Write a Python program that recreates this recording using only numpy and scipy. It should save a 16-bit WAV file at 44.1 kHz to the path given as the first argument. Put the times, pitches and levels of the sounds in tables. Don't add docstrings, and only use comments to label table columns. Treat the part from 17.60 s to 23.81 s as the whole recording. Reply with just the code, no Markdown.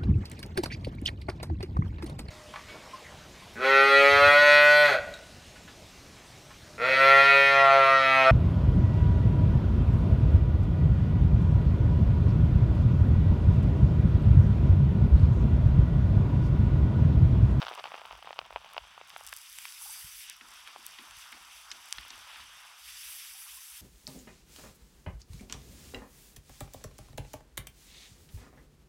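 import sys
import numpy as np
from scipy import signal
from scipy.fft import rfft, irfft, next_fast_len
from scipy.io import wavfile
from scipy.ndimage import uniform_filter1d, map_coordinates

SR = 44100
rng = np.random.default_rng(int(sys.argv[2]) if len(sys.argv) > 2 else 0)


def nominal_scale(level):
    x = np.asarray(level, float) / 20
    return 10 ** x


def store_wav(level_fs):
    pcm = np.round(np.clip(np.atleast_2d(level_fs), -1, 1) * 32767)
    wavfile.write(sys.argv[1], SR, pcm.T.astype(np.int16))


N = 273861


def unit(x):
    return x / np.sqrt(np.mean(x ** 2) + 1e-20)


def curves(rows):
    s, *cols = np.transpose(rows)
    return [np.interp(np.arange(N) / SR, s, c) for c in cols]


def wobble(rate):
    knots = rng.standard_normal(int(N * rate / SR) + 4)
    return map_coordinates(knots, [np.arange(N) * rate / SR])


def bells(rows):
    t = np.arange(N) / SR
    return sum(height * np.exp(-((t - s) / half) ** 2) for s, height, half in rows)


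def filtered(x, response):
    m = next_fast_len(N + 8192)
    return irfft(rfft(x, m) * response(np.fft.rfftfreq(m, 1 / SR)), m)[..., :N]


def resonance(f, centre, width):
    return 1j * f * width / (centre * centre - f * f + 1j * f * width)


def coloured(x, spectrum):
    f, db = np.transpose(spectrum)
    hz = np.fft.rfftfreq(4096, 1 / SR)
    cepstrum = irfft(np.log(nominal_scale(np.interp(np.log(hz + 1), np.log(f), db))))
    cepstrum[1:len(hz) - 1] *= 2
    cepstrum[len(hz):] = 0
    impulse = irfft(np.exp(rfft(cepstrum)))
    return signal.fftconvolve(x, impulse)[:N]


def patchy(depth_db):
    z = signal.stft(rng.standard_normal(N), nperseg=256)[2]
    field = uniform_filter1d(rng.standard_normal(z.shape), size=4, axis=0)
    field = uniform_filter1d(field, size=8, axis=1)
    return signal.istft(z * nominal_scale(depth_db * unit(field)), nperseg=256)[1][:N]


def bubbles(spectrum, grain_spectrum, per_s, spread_db, flicker_db, grain_db):
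    when, lag = rng.random((2, 20000))
    live = np.clip(per_s * N / SR - np.arange(len(when)), 0, 1)
    size = live * nominal_scale(spread_db * np.clip(rng.standard_normal(len(when)), -3, 2.6))
    at = (when * N).astype(int)
    echo_at = at + 2 + (24 * lag).astype(int)
    train = np.bincount(at, -size, N + 64) + np.bincount(echo_at, size, N + 64)
    swell = nominal_scale(flicker_db * (wobble(9) + wobble(30)))
    grains = unit(coloured(train, grain_spectrum))
    rush = unit(coloured(patchy(depth_db=1.65), spectrum))
    return swell * (nominal_scale(grain_db) * grains + rush) / np.sqrt(1 + nominal_scale(grain_db) ** 2)


def pops(rows, lead, tail_db, tail_s):
    out, t = np.zeros(N + SR), np.arange(1600) / SR
    middle = 400
    scatters = rng.standard_normal((len(rows), len(t)))
    for (s, db, hz, sharp), scatter in zip(rows, scatters):
        def pulse(turns, wide):
            periods = hz * (t - middle / SR) - turns
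            return np.exp(-(2 * sharp / wide * periods) ** 2) / wide

        suction, push, rebound = pulse(-0.49, 1), pulse(0, 0.9), pulse(0.47, 1.68)
        pop = push - lead * suction - (1 - lead) * rebound
        echoes = scatter * nominal_scale(tail_db - 60 * t / tail_s) * (t > .0004)
        tail = np.convolve(pop, echoes)[:len(t)] / np.sqrt(SR / hz)
        out[round(s * SR):][:len(t)] += nominal_scale(db) * (pop + tail)
    return out[middle:middle + N]


def scattered(level_db, count, spread_db, low_hz, high_hz, sharp):
    when, size, pitch = rng.random((count, 3)).T
    db = level_db[(when * N).astype(int)] - spread_db * size
    hz = low_hz * (high_hz / low_hz) ** pitch
    return list(zip(when * N / SR, db, hz, sharp + 0 * when))


def levels():
    # (time [s], boil [dB], sizzle [dB], hiss [dB])
    fry_course = [(0, -45.5, -51, -64.5), (.09, -48.5, -58, -71.5), (.3, -52.5, -60, -69),
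                  (.63, -57.5, -60.5, -76), (.92, -58, -61.5, -76.5), (1.2, -58, -57.5, -72.5),
                  (1.43, -60, -59.5, -73), (1.53, -56.5, -59.5, -64.5), (1.71, -61, -58, -59.5),
                  (1.93, -67, -55, -53.5), (2.07, -63, -54.5, -51), (2.19, -63, -56, -51),
                  (2.24, -58, -55.5, -44.5), (2.37, -60, -53.5, -47.5), (2.52, -66, -54.5, -52.5),
                  (2.61, -71, -53, -49.5), (2.7, -64, -52, -59), (2.79, -64, -60, -65),
                  (2.87, -58.5, -55.5, -64.5), (3.4, -58, -56, -62.5), (4.05, -58, -55.5, -61.5),
                  (4.55, -56.5, -54, -61.5), (5.0, -57.5, -55.5, -63), (5.15, -61.5, -56.5, -63),
                  (5.29, -64.5, -50.5, -53), (5.5, -66, -52.5, -47.5), (5.68, -64, -53, -48),
                  (5.78, -65.5, -57.5, -49), (6.21, -67.5, -57, -51)]
    # (time [s], swell of the hiss [dB])
    shake_rows = [(2.97, 3.5), (3.27, 3), (3.6, 6.5), (3.97, 3), (4.3, 1.5), (4.64, -1), (4.82, 1)]
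    boil_db, sizzle_db, hiss_db = curves(fry_course)
    shake_db = bells([(s, db, 0.06) for s, db in shake_rows])
    boil_db = boil_db - 0.3 * shake_db
    sizzle_db = sizzle_db + 0.6 * shake_db
    hiss_db = hiss_db + shake_db
    return boil_db, sizzle_db, hiss_db, boil_db - hiss_db


def frying():
    # (frequency [Hz], relative level [dB])
    crackle_spectrum = [(150, -30), (330, -16), (600, -2), (1000, 7), (1400, 0), (1900, -10), (2800, 0),
                        (4500, -9), (7000, -25.5)]
    boil_spectrum = [(250, -53), (480, -36.5), (700, -8.5), (1000, 1), (1400, 2.5), (1900, -6.5),
                     (2800, -11), (3800, -18.5), (5000, -37)]
    sizzle_spectrum = [(900, -34), (1500, -9.5), (2000, -4), (2800, -0.5), (3700, -0.5), (4500, -8),
                       (6000, -25.5), (9000, -45.5)]
    fizz_spectrum = [(2500, -33), (4000, -0.5), (4800, 0), (6100, 0), (7500, -6.5), (10000, -17),
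                     (14000, -40)]
    hiss_spectrum = [(4000, -34.5), (6500, -1), (8000, 0.5), (10600, 3), (13800, -4.5), (15700, -8.5),
                     (16600, -37)]
    boil_db, sizzle_db, hiss_db, cover_db = levels()
    fizz_db = sizzle_db + 0.43 * (hiss_db - sizzle_db) - 1.5
    crackle_db = -9.5 + 0.65 * cover_db
    spit_db = -4.5 + 0.27 * cover_db
    boil = nominal_scale(boil_db + 0.54) * bubbles(
        boil_spectrum, crackle_spectrum, per_s=200, spread_db=2.5, flicker_db=0.9, grain_db=crackle_db)
    sizzle = nominal_scale(sizzle_db + 0.26) * bubbles(
        sizzle_spectrum, sizzle_spectrum, per_s=700, spread_db=3, flicker_db=1.36, grain_db=-6)
    fizz = nominal_scale(fizz_db + 2.0) * bubbles(
        fizz_spectrum, fizz_spectrum, per_s=500, spread_db=5.5, flicker_db=0.1, grain_db=spit_db - 3.5)
    hiss = nominal_scale(hiss_db - 0.76) * bubbles(
        hiss_spectrum, hiss_spectrum, per_s=250, spread_db=3.5, flicker_db=0.9, grain_db=spit_db)
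    top = filtered(hiss, lambda hz: 1 / (1 + (11500 / (hz + 1)) ** 12))
    top_gain = nominal_scale(0.5 - 0.2 * cover_db)
    return boil + sizzle + fizz + hiss + (top_gain - 1) * top


def rumble():
    # (time [s], height [dB], half length to 1/e [s])
    swell_rows = [(0.054, -70, 0.034), (0.55, -63, 0.049), (0.82, -67, .02), (.95, -66, 0.054),
                  (1.225, -60, 0.045), (1.696, -74, 0.081), (1.956, -74, 0.042), (2.26, -79, 0.071),
                  (2.466, -64, 0.033), (2.57, -70, 0.035), (2.89, -74, 0.028), (3.272, -79, 0.046),
                  (3.555, -64.5, 0.057), (3.81, -76, 0.051), (4.08, -81, 0.041), (4.406, -62, 0.053),
                  (4.598, -63, 0.046), (4.842, -67, .07), (5.293, -68.5, .06), (5.47, -74, 0.027),
                  (5.697, -82, 0.054), (5.96, -76, .03), (6.17, -75, .06)]
    # (frequency [Hz], relative level [dB])
    low_spectrum = [(20, -34), (35, -9), (55, 0), (75, -8), (110, -16), (200, -48)]
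    murmur_spectrum = [(60, -7.5), (110, -1), (170, 0), (250, -9), (400, -13.5), (700, -29)]
    swells = bells([(s, nominal_scale(db), half) for s, db, half in swell_rows])
    low_gain = nominal_scale(-81.5 + 2.7 * wobble(9.6)) + swells
    low = low_gain * unit(coloured(rng.standard_normal(N), low_spectrum))
    cover_db = levels()[3]
    murmur_gain = nominal_scale(-85 + 0.48 * cover_db + 3.6 * wobble(29))
    return low + murmur_gain * unit(coloured(rng.standard_normal(N), murmur_spectrum))


def bursts():
    # (time [s], level [dB], ring [Hz], sharpness [1])
    burst_rows = [(0.0187, -20.5, 1170, 4.6), (0.0276, -20.5, 1060, 4.4), (0.0333, -27, 935, 3.6),
                  (0.0409, -28, 880, 2.9), (0.0683, -32, 1030, 6.3), (0.0832, -22.5, 1250, 4.2),
                  (0.1138, -24.5, 835, 2.6), (0.1383, -30, 700, 7.0), (0.1784, -33, 820, 3.5),
                  (0.1836, -33, 1050, 2.3), (0.2074, -36, 775, 3.5), (0.2414, -23.5, 940, 5.4),
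                  (0.256, -25.5, 1120, 3.2), (0.2595, -30, 835, 5.5), (0.2753, -31.5, 790, 5.5),
                  (0.3193, -28, 840, 4.0), (0.3391, -34, 1140, 4.2), (0.343, -23.5, 830, 3.8),
                  (0.3538, -29.5, 890, 4.5), (0.3785, -33, 980, 4.1), (0.4168, -31.5, 840, 4.4),
                  (0.4538, -30, 1010, 4.1), (0.5104, -29, 840, 3.9), (0.531, -33, 900, 2.5),
                  (0.5532, -37, 820, 4.6), (0.6266, -31.5, 930, 5.2), (0.6736, -29, 1010, 3.1),
                  (0.6917, -34, 950, 3.9), (0.7076, -25.5, 790, 3.8), (0.7296, -27.5, 1120, 4.4),
                  (0.7907, -16, 894, 5.7), (0.8154, -30.5, 980, 3.7), (0.9071, -30, 920, 2.7),
                  (0.9273, -32.5, 830, 5.2), (0.9609, -18, 846, 4.05), (0.9653, -31, 814, 4.5),
                  (0.9724, -32.5, 940, 3.7), (1.0462, -34, 826, 5.5), (1.146, -35, 935, 4.7),
                  (1.1668, -24, 1030, 3.4), (1.1798, -18.5, 950, 5.2), (1.3786, -32.5, 930, 3.3),
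                  (1.4137, -31, 830, 4.3), (1.5634, -24.5, 1170, 3.4), (1.6103, -36, 900, 3.7),
                  (1.7285, -24, 1750, 3), (1.9866, -28, 2000, 7.7), (2.054, -26.5, 2040, 3.5),
                  (2.0832, -36, 3180, 2.5), (3.1616, -32, 880, 2.8), (3.5099, -39.5, 2500, 2.8)]
    # (frequency [Hz], gain [dB])
    foam_gain = [(150, -14.5), (350, -9), (700, 0), (1800, -0.5), (2800, 4.5), (4500, 8.5), (9000, -3)]
    boil_db, _, _, cover_db = levels()
    small = scattered(boil_db + 8 + 0.7 * cover_db, count=560, spread_db=17,
                      low_hz=610, high_hz=1310, sharp=4.9)
    return coloured(pops(burst_rows + small, lead=0.33, tail_db=-6.0, tail_s=0.014), foam_gain)


def snaps():
    # (time [s], level [dB], ring [Hz])
    snap_rows = [(0.1199, -38, 4700), (0.1515, -29, 10000), (0.5262, -29.5, 4570), (1.1343, -32.5, 13900),
                 (1.4841, -36, 8600), (1.4954, -33.5, 14000), (1.5032, -28, 5000), (1.5801, -31, 14000),
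                 (1.6373, -30, 10500), (1.6483, -31, 9700), (1.6662, -21.5, 12400), (1.6704, -26, 14000),
                 (1.6747, -23, 9800), (1.6869, -27, 8500), (1.6929, -26, 13600), (1.7256, -25, 12900),
                 (1.7308, -35, 4600), (1.738, -23, 11600), (1.7652, -20, 13400), (1.7724, -23, 11500),
                 (1.7856, -29, 12000), (1.816, -29, 11700), (1.8984, -28, 13100), (1.9283, -26, 14000),
                 (1.9865, -20, 9050), (2.0902, -31, 9300), (2.1237, -26, 7400), (2.6986, -17.5, 9900),
                 (2.767, -35, 13400), (2.8863, -33, 9600), (3.0421, -39, 11300), (3.0744, -33, 9400),
                 (3.2653, -16.5, 14300), (3.29, -36, 12000), (3.3097, -34, 8400), (3.5102, -29, 8400),
                 (3.7214, -29, 13000), (3.8534, -37, 13000), (3.93, -37, 14000), (3.9767, -38, 13100),
                 (4.2577, -31, 11800), (4.3264, -8.5, 7700), (4.3364, -35, 12800), (4.4824, -31, 14000),
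                 (4.66, -39, 14000)]
    sharpness = 1.52
    _, _, hiss_db, cover_db = levels()
    small = scattered(hiss_db + 26.5 + 0.5 * cover_db, count=260, spread_db=18,
                      low_hz=9000, high_hz=16000, sharp=sharpness)
    big = [(*row, sharpness) for row in snap_rows]
    return pops(big + small, lead=0.58, tail_db=-6.5, tail_s=0.0037)


def drips():
    # (time [s], level [dB], starting pitch [Hz], 60 dB decay [s])
    drip_rows = [(2.213, -44.5, 840, 0.035), (2.257, -43.5, 784, 0.053), (2.293, -40.5, 845, 0.03),
                 (5.67, -47, 2250, .04), (5.693, -43, 2180, 0.044), (5.745, -59.5, 760, 0.21),
                 (5.82, -49, 1260, .04), (5.876, -51, 1100, 0.057), (5.97, -50.5, 1005, 0.085)]
    out, t = np.zeros(N + SR), np.arange(SR // 8) / SR
    for s, db, hz, t60 in drip_rows:
        phase = 2 * np.pi * hz * (t + 0.18 * t ** 2 / t60)
        onset = 1 - np.exp(-t / 0.0028)
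        out[round(s * SR):][:len(t)] += nominal_scale(db - 60 * t / t60) * onset * np.sin(phase)
    return out[:N]


def whistles():
    # (centre time [s], time from centre to 1/e squared [s], pitch [Hz], level [dB])
    whistle_rows = [(2.233, 0.024, 10600, -45), (2.31, 0.014, 8400, -41.5), (2.325, 0.065, 6080, -48),
                    (2.356, 0.097, 4740, -48.5), (2.458, 0.045, 3200, -60), (2.53, .04, 5900, -52),
                    (2.674, 0.046, 2800, -55)]
    t, out = np.arange(N) / SR, np.zeros(N)
    for s, length, hz, db in whistle_rows:
        hump = np.exp(-2 * ((t - s) / length) ** 2)
        out += nominal_scale(db) * hump * wobble(0.081 * hz) * np.sin(2 * np.pi * hz * t)
    return out


def bumps():
    # (time [s], level [dB], ring [Hz], sharpness [1])
    bump_rows = [(2.45, -48, 115, 2.1), (3.575, -62, 130, 2), (3.81, -61, 140, 2.3), (4.39, -55, 180, 2.4)]
    return pops(bump_rows, lead=0.58, tail_db=0, tail_s=0.058)


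def strainer():
    # (time [s], scuff level [dB], thud level [dB], scuff pitch [Hz], scuff's 20 dB decay [s])
    knock_rows = [(2.81, -30.5, -58, 2060, 0.0082), (3.074, -33, -70, 2500, 0.0083),
                  (3.157, -49, -59.5, 1000, 0.0041), (3.386, -30.5, -58.5, 2780, 0.011),
                  (3.725, -31.5, -59, 2380, 0.015), (4.1145, -24, -61.5, 3950, 0.012),
                  (4.383, -22, -63.5, 2320, 0.0075), (4.504, -23, -61.5, 3680, 0.0045),
                  (4.709, -37, -85, 2400, 0.0037), (4.758, -31, -68, 1900, 0.0066),
                  (4.802, -35, -72, 3000, .01)]
    # (frequency [Hz], width [Hz], gain [dB])
    pan_modes = [(228, 63, 2.5), (352, 97, 1), (880, 54, -1), (1100, 94, -9)]
    # (time [s], level [dB], pitch [Hz], 60 dB decay [s])
    wire_ping = (4.1045, -30, 5050, .012)
    scuff, thud, t = np.zeros(N + SR), np.zeros(N + SR), np.arange(SR // 4) / SR
    for s, db, thud_db, hz, length in knock_rows:
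        start = round(s * SR)
        scrape, blow = rng.standard_normal((2, len(t)))
        band = signal.butter(3, [hz / 2.2, hz * 1.6], "band", fs=SR)
        wire = unit(signal.lfilter(*band, scrape))
        onset = 1 - np.exp(-t / 0.00044)
        scuff[start:][:len(t)] += nominal_scale(db - 8.0 - 20 * t / length) * onset * wire
        thud[start:][:len(t)] += nominal_scale(thud_db + 13.5 - 60 * t / 0.45) * blow
    s, db, hz, t60 = wire_ping
    ring = (1 - np.exp(-t / .001)) * np.sin(2 * np.pi * hz * t)
    scuff[round(s * SR):][:len(t)] += nominal_scale(db - 60 * t / t60) * ring

    def pan(f):
        return sum((-1) ** k * nominal_scale(gain_db) * resonance(f, centre, width)
                   for k, (centre, width, gain_db) in enumerate(pan_modes))

    return scuff[:N] + filtered(thud[:N], pan)


def dark_bands(x):
    # (centre [Hz], width [Hz], depth [0-1])
    notch_rows = [(4120, 800, 0.65), (6810, 720, 0.67)]

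    def dark(f):
        return np.prod([1 - np.clip(depth, 0, 1) * resonance(f, centre, width)
                        for centre, width, depth in notch_rows], axis=0)

    return filtered(x, dark)


def scene():
    in_pan = frying() + bursts() + snaps() + drips() + whistles()
    mono = dark_bands(in_pan) + rumble() + bumps() + strainer()
    return np.array([mono, mono])


def top_cut(x):
    return signal.sosfilt(signal.butter(12, 16670, fs=SR, output="sos"), x)


def record(dry):
    # (frequency [Hz], relative level [dB])
    faint_hiss_spectrum = [(40, 0), (300, -6), (1200, -25), (5000, -15), (12000, -1.5), (16000, -2),
                           (17000, -39)]
    faint_hiss = np.array([unit(coloured(rng.standard_normal(N), faint_hiss_spectrum)) for _ in dry])
    mix = dry + nominal_scale(-89.0) * faint_hiss
    return top_cut(mix)


dry = scene()
out = record(dry)
store_wav(out)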